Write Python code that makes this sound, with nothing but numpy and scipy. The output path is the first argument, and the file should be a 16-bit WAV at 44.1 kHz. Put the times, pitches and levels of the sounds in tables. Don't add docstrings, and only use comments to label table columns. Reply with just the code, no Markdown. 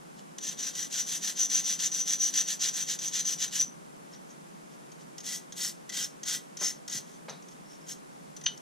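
import sys
import numpy as np
from scipy import signal
from scipy.fft import rfft, irfft, next_fast_len
from scipy.io import wavfile
from scipy.ndimage import uniform_filter1d

SR = 44100
rng = np.random.default_rng(int(sys.argv[2]) if len(sys.argv) > 2 else 0)


def persist_wave(psi):
    counts = np.round(np.clip(psi, -1, 1) * 32767).astype(np.int16)
    wavfile.write(sys.argv[1], SR, np.atleast_2d(counts).T)


N = 379701
FFT = next_fast_len(N)

# pitch in Hz, time to fall 60 dB in seconds, then its relative level in dB
MODES = [(1450, .04, -20, -14, -23), (1600, .035, -15, -13, -19), (1800, .03, -13, -17, -20),
         (1965, .045, -16, -2, -22), (2720, .035, -14, -22, -14), (3020, .022, -11, -12, 4),
         (3220, .08, -14, -5, -14), (3440, .025, -8, -13, -13), (3700, .045, -11, -8, -11),
         (4120, .045, -9, -6, -14), (4520, .05, -13, -2, -16), (5400, .028, -15, -3, -18),
         (5960, .028, 1, -5, -20), (6090, .04, -5, -7, -20), (6200, .028, -3, -3, -20),
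         (6530, .025, -8, -2, -16)]
HIGH_RING_HZ = 5000


def undb(db):
    return 10 ** (np.asarray(db) / 20)


def level(x, db):
    return x * undb(db) / np.sqrt(np.mean(x ** 2))


def read_table(table, hz):
    points = np.array(table)
    return np.interp(np.log(hz + 1), np.log(points[:, 0]), points[:, 1])


def coloured(x, table):
    gain = undb(read_table(table, np.fft.rfftfreq(FFT, 1 / SR)))
    return irfft(rfft(x, FFT) * gain, FFT)[:N]


def response(table, size=1024):
    gain = undb(read_table(table, np.fft.rfftfreq(size, 1 / SR)))
    cepstrum = irfft(np.log(gain))
    cepstrum[1:size // 2] *= 2
    cepstrum[size // 2 + 1:] = 0
    h = irfft(np.exp(rfft(cepstrum)))
    return h / np.sqrt(np.sum(h ** 2))


def through(x, h):
    return signal.oaconvolve(x, h)[:N]


def fade(t60, size):
    return np.exp(-np.log(1000) * np.arange(size) / SR / t60)


def drift(rate, spread_db):
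    knots = undb(spread_db * rng.standard_normal(int(N / SR * rate) + 2))
    return np.interp(np.arange(N) / SR * rate, np.arange(len(knots)), knots)


def bursts(rows, rise_s=.002):
    out = np.zeros(N)
    for s, peak_db, t60 in rows:
        i = int(s * SR)
        out[i:i + SR // 4] += undb(peak_db) * fade(max(t60, .004), SR // 4)[:N - i]
    rise = int(rise_s * SR) + 1
    return uniform_filter1d(out, rise, origin=(rise - 1) // 2)


def mode(x, hz, t60):
    r = np.exp(-np.log(1000) / (t60 * SR))
    w = 2 * np.pi * hz / SR
    gain = np.sqrt((1 - r * r) / 2)
    return signal.lfilter(gain * np.array([1, 0, -1]), [1, -2 * r * np.cos(w), r * r], x)


def struck(s, db, hz, t60, rise_s=0.0017):
    out, t = np.zeros(N), np.arange(SR // 4) / SR
    i = int(s * SR)
    tone = np.sin(2 * np.pi * (hz * t + rng.random()))
    ring = np.minimum(t / rise_s, 1) * fade(t60, len(t)) * tone
    out[i:i + len(t)] = undb(db) * ring[:N - i]
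    return out


def hush():
    # frequency in Hz, relative density in dB per Hz.
    mid_colour = [(20, -18), (45, -20.5), (108, -32), (135, -4), (155, 5.5), (330, -3), (520, -7.5),
                  (700, -10.5), (1040, -11.5), (1880, -16), (4220, -21), (6300, -19.5), (10200, -22.5),
                  (15300, -37.5)]
    # frequency in Hz, relative density in dB per Hz.
    side_colour = [(20, -35), (108, -38), (135, -6.5), (155, 1), (300, -3.5), (840, -4.5), (1480, -12),
                   (1880, -16.5), (2670, -22), (4200, -29.5), (6300, -24), (10000, -27), (15300, -42)]
    mid_db, side_db = -54, -49.5
    mid = level(coloured(rng.standard_normal(N), mid_colour), mid_db)
    side = level(coloured(rng.standard_normal(N), side_colour), side_db)
    return np.array([mid + side, mid - side])


def effort():
    strokes = [ (0.161, 0.068, .5, -55, -72, -68, -69, -72), (0.404, 0.16, .45, -43, -51.5, -40, -34, -45),
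               (0.568, 0.17, .65, -41, -50, -38, -33.5, -45), (0.73, 0.16, .6, -41.5, -48, -41, -29, -38.5),
               (0.901, 0.15, .65, -36.5, -44.5, -34, -29, -27.5),
               (1.048, 0.16, .7, -40, -44.5, -32.5, -34.5, -31), (1.206, .14, .58, -37, -44, -32, -33, -38),
               (1.349, 0.14, .4, -39, -47.5, -33, -23.5, -26),
               (1.492, 0.14, .62, -33.5, -43, -26, -22, -27),
               (1.631, 0.15, .45, -37, -45.5, -25, -28, -27.5), (1.782, 0.12, .45, -34, -43, -31, -24, -21),
               (1.912, 0.14, .45, -41, -47, -26, -27, -26), (2.051, 0.13, .68, -36, -44, -26, -23.5, -26),
               (2.181, 0.15, .4, -40, -46, -28.5, -22.5, -31),
               (2.325, .131, .47, -35, -44.5, -32, -24.5, -33),
               (2.457, 0.12, .38, -36.5, -44, -32, -35, -30.5),
               (2.592, 0.13, .42, -33, -44, -25, -34, -27.5), (2.725, 0.14, .35, -38, -45, -26, -35, -28.5),
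               (2.863, 0.11, .42, -35.5, -45, -29, -33, -38), (2.996, 0.12, .35, -40, -47, -37, -35, -26),
               (3.113, 0.13, .6, -35.5, -46.5, -29, -31.5, -26),
               (3.243, .13, .42, -38, -45.5, -25.5, -29, -30),
               (3.377, 0.11, .53, -35.5, -45.5, -29, -25, -40), (3.509, 0.14, .4, -37, -44, -40, -27, -30),
               (4.108, 0.076, .6, -60, -75, -54, -62, -64), (4.274, 0.077, .5, -61, -72, -55, -54, -60),
               (4.69, 0.086, .6, -66, -76, -66, -60, -64), (4.977, 0.08, .6, -62.5, -73, -66, -62, -66),
               (5.232, 0.17, .54, -42, -44.5, -36, -37, -37), (5.556, .17, .45, -40.5, -42, -41, -33, -39),
               (5.919, 0.16, .35, -38, -42.5, -40, -40, -31.5), (6.251, 0.14, .7, -35, -40, -32, -35, -30),
               (6.587, .15, .3, -40.5, -45.5, -31, -29, -33), (6.893, 0.12, .55, -40, -46, -36, -30, -28.5),
               (7.025, .17, .5, -63.5, -68, -58, -60, -56), (7.487, .08, .4, -65, -72, -58, -59, -61),
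               (7.677, .11, .3, -62.5, -70, -58, -60, -59),
               (7.863, 0.093, .35, -47.5, -49.5, -42, -41, -44), ]
    # time in seconds, relative peak in dB, ring above the crackle
    # in dB before the mix gains.
    touches = [(0.382, -20, -11.5), (0.5876, -39, -1), (0.751, -29, -5), (1.4995, -28, 4),
               (1.7893, -23, -7), (1.915, -28, 0), (1.939, -29, -6), (1.9939, -32, -3), (2.337, -21, -5),
               (2.3736, -21, -1), (2.606, -27, -4), (2.9871, -19, -9), (3.1326, -26, 3), (3.2505, -26, -3),
               (3.478, -27, -8), (3.6104, -18, -17), (4.916, -34.5, -12), (5.1795, -24, -5),
               (5.202, -28, -5), (5.521, -23.5, -12), (5.891, -21, -11), (5.897, -22, -22),
               (5.9205, -26, -20), (6.231, -19, -10.5), (6.569, -21.5, -9), (6.8772, -18.5, -13),
               (6.896, -29, -5), (7.294, -32.5, 0.5), (7.4215, -43, -7), (7.4819, -36.5, -11),
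               (8.364, -24.5, -7.5), (8.4103, -31, -11), (8.437, -28, -6), (8.573, -32.5, -7.5)]
    crackle_shape_db = np.array((-18, -4.5, -0.5, -6, -25.5))
    hiss_shape_db = np.array((-20, -4.5, 0.5, -3, -17))
    bite_s, let_go_s = 0.025, 0.033
    ring_start_db, ring_end_db = -16.5, -36
    touch_t60_s = 0.035

    t = np.arange(N) / SR
    hand = np.zeros((3, N))
    for s, length, share, crackle_db, hiss_db, bite_db, top_db, go_db in strokes:
        letting_go = max(length - let_go_s, bite_s)
        loudest = np.clip(share * length, bite_s, letting_go)
        knots = s + np.array([0, bite_s, loudest, max(length - let_go_s, loudest), length])
        ring_db = [bite_db + ring_start_db, bite_db, top_db, go_db, go_db + ring_end_db]
        shapes = (crackle_db + crackle_shape_db, ring_db, hiss_db + hiss_shape_db)
        on = (t >= s) & (t < s + length)
        hand[:, on] += [undb(np.interp(t[on], knots, db)) for db in shapes]
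    crackle, ring, hiss = hand * drift(150, 1.5)

    landing = bursts([(s, db, touch_t60_s) for s, db, _ in touches], rise_s=0.0033)
    landing_ring = bursts([(s, db + rel, touch_t60_s) for s, db, rel in touches], rise_s=0.0027)
    crackle = undb(5.0) * crackle + undb(-14.5) * landing
    ring = ring + undb(0.5) * landing_ring
    hiss = hiss + undb(-27.5) * landing
    return crackle, ring, hiss


def snaps():
    snaps_per_s, spread_db = 7000, 2.5
    when, force, sign = rng.random((3, N))
    hard = np.minimum(-np.log(1 - force), 4)
    size = undb(spread_db * hard) * np.sign(sign - .5)
    return level((when < snaps_per_s / SR) * size, 0)


def part(low_push, high_push, modes):
    turn_s = 3.9
    along = np.arange(N) / SR < turn_s
    out = 0
    for hz, t60, along_db, across_db, _ in modes:
        gain = np.where(along, undb(along_db), undb(across_db)) * drift(9, 3.5)
        share = 2 * rng.random(N) - 1
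        push = high_push if hz > HIGH_RING_HZ else low_push
        out = out + mode(push * gain * share, hz, t60)
    return out


def brush(crackle, ring, hiss, modes):
    # frequency in Hz, relative level in dB.
    wire_colour = [(700, -27.5), (1200, -24), (1800, -12.5), (2400, -15), (3300, -4), (4800, -6.5),
                   (6500, -0.5), (7700, -9), (9000, -36.5), (15000, -36)]
    # frequency in Hz, relative level in dB.
    tip_colour = [(5000, -18.5), (7800, 4.5), (8800, -4.5), (9700, 1), (10500, -5), (11100, -15.5),
                  (12100, -4), (14200, -10), (15200, -12)]
    pulses = snaps()
    wires = undb(-2.0) * through(pulses * crackle, response(wire_colour))
    tips = undb(1.5) * through(snaps() * hiss, response(tip_colour))
    body = part(undb(-7.0) * pulses * crackle, undb(-3.5) * pulses * ring, modes)
    return wires + tips + body


def clear_rings():
    # time in seconds, nominal peak in dB before the port filters, pitch in Hz.
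    ring_rows = [(3.478, -33, 6040), (3.5955, -20, 5960), (3.6017, -16, 5930), (3.6099, -19, 6050),
                 (3.6245, -18.5, 6030), (4.1344, -46, 5390), (4.1594, -49, 5900), (7.66, -57, 5420),
                 (7.685, -55, 5430), (7.7094, -51, 5440), (7.73, -51, 5430), (7.749, -55, 5420),
                 (7.8116, -56, 5410), (7.84, -55, 5420), (7.9047, -40, 5320), (7.9194, -34, 6520),
                 (7.922, -42, 5450), (8.4366, -37, 6080), (8.459, -19.5, 6085)]
    return sum(struck(s, db, hz, t60=0.073) for s, db, hz in ring_rows)


def knocks():
    # time in seconds, relative peak in dB, time to fall 60 dB in seconds, lower edge in Hz,
    # upper edge in Hz.
    knock_rows = [(6.61, -39.5, 0.18, 420, 2500), (6.621, -45, 0.081, 150, 280),
                  (6.939, -44, 0.16, 140, 260), (7.281, -41, 0.24, 450, 3000),
                  (7.282, -47, 0.3, 3900, 4600)]
    noise = rng.standard_normal(N)
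    out = 0
    for s, db, t60, low_hz, top_hz in knock_rows:
        band = [(low_hz / 2, -20), (low_hz, 0), (top_hz, -9), (2 * top_hz, -26), (4 * top_hz, -50)]
        burst = noise * bursts([(s, db, t60)], rise_s=0.0036)
        out = out + through(burst, response(band, size=2048))
    return out


def tap():
    # time in seconds, relative peak in dB.
    blows = [(8.463, -7)]
    blow = rng.standard_normal(N) * bursts([(s, db, .02) for s, db in blows], rise_s=0.00067)
    crack = response([(500, -40), (1000, -13), (3000, -6), (5000, -2), (7500, -18), (15000, -39)])
    ring = sum(struck(s, db + tapped_db, hz, t60)
               for hz, t60, _, _, tapped_db in MODES for s, db in blows)
    return undb(-16.0) * through(blow, crack) + undb(-7.0) * ring


def shop(x, count=3, move_s=.07):
    t60_s, tail_db = 0.22, -9
    place = (np.arange(N) / SR / move_s).astype(int) % count
    tails = rng.standard_normal((count, 2, SR // 3)) * fade(t60_s, SR // 3)
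    tails *= undb(tail_db) / np.sqrt(np.sum(tails[0, 0] ** 2))
    out = 0
    for k in range(count):
        share = np.sqrt(np.abs(uniform_filter1d(1. * (place == k), SR // 50)))
        out = out + np.array([through(x * share, h) for h in tails[k]])
    return out


def ports(x, other):
    # frequency in Hz, gain of the side in dB.
    side_colour = [(600, -5), (1500, 4), (3000, -15.5), (4500, -17), (6000, -12), (7500, -3.5), (10000, 2),
                   (15000, -4.5)]
    # frequency in Hz, left minus right in dB.
    lean_db = [(4500, 0), (6000, 1.5), (7200, 3), (8500, 0)]
    # frequency in Hz, phase in radians.
    lead_rad = [(4500, 0.1), (6500, 1), (8000, 0.7)]
    tail_mid, tail_side = shop(x)
    mid = x + tail_mid
    side = coloured(other + tail_side, side_colour)
    hz = np.fft.rfftfreq(FFT, 1 / SR)
    lean = undb(read_table(lean_db, hz) / 2) * np.exp(.5j * read_table(lead_rad, hz))
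    left = irfft(rfft(mid + side, FFT) * lean, FFT)
    right = irfft(rfft(mid - side, FFT) / lean, FFT)
    low_cut = signal.butter(8, 110, "high", fs=SR, output="sos")
    return signal.sosfilt(low_cut, np.array([left, right])[:, :N])


def scene():
    hand = effort()
    high_modes = [m for m in MODES if m[0] > HIGH_RING_HZ]
    bench = brush(*hand, MODES) + clear_rings() + knocks() + tap()
    other = brush(*hand, high_modes)
    return ports(bench, other) + hush()


def record(dry):
    return signal.sosfilt(signal.ellip(10, .2, 80, 15300, fs=SR, output="sos"), dry)


dry = scene()
out = record(dry)
persist_wave(out)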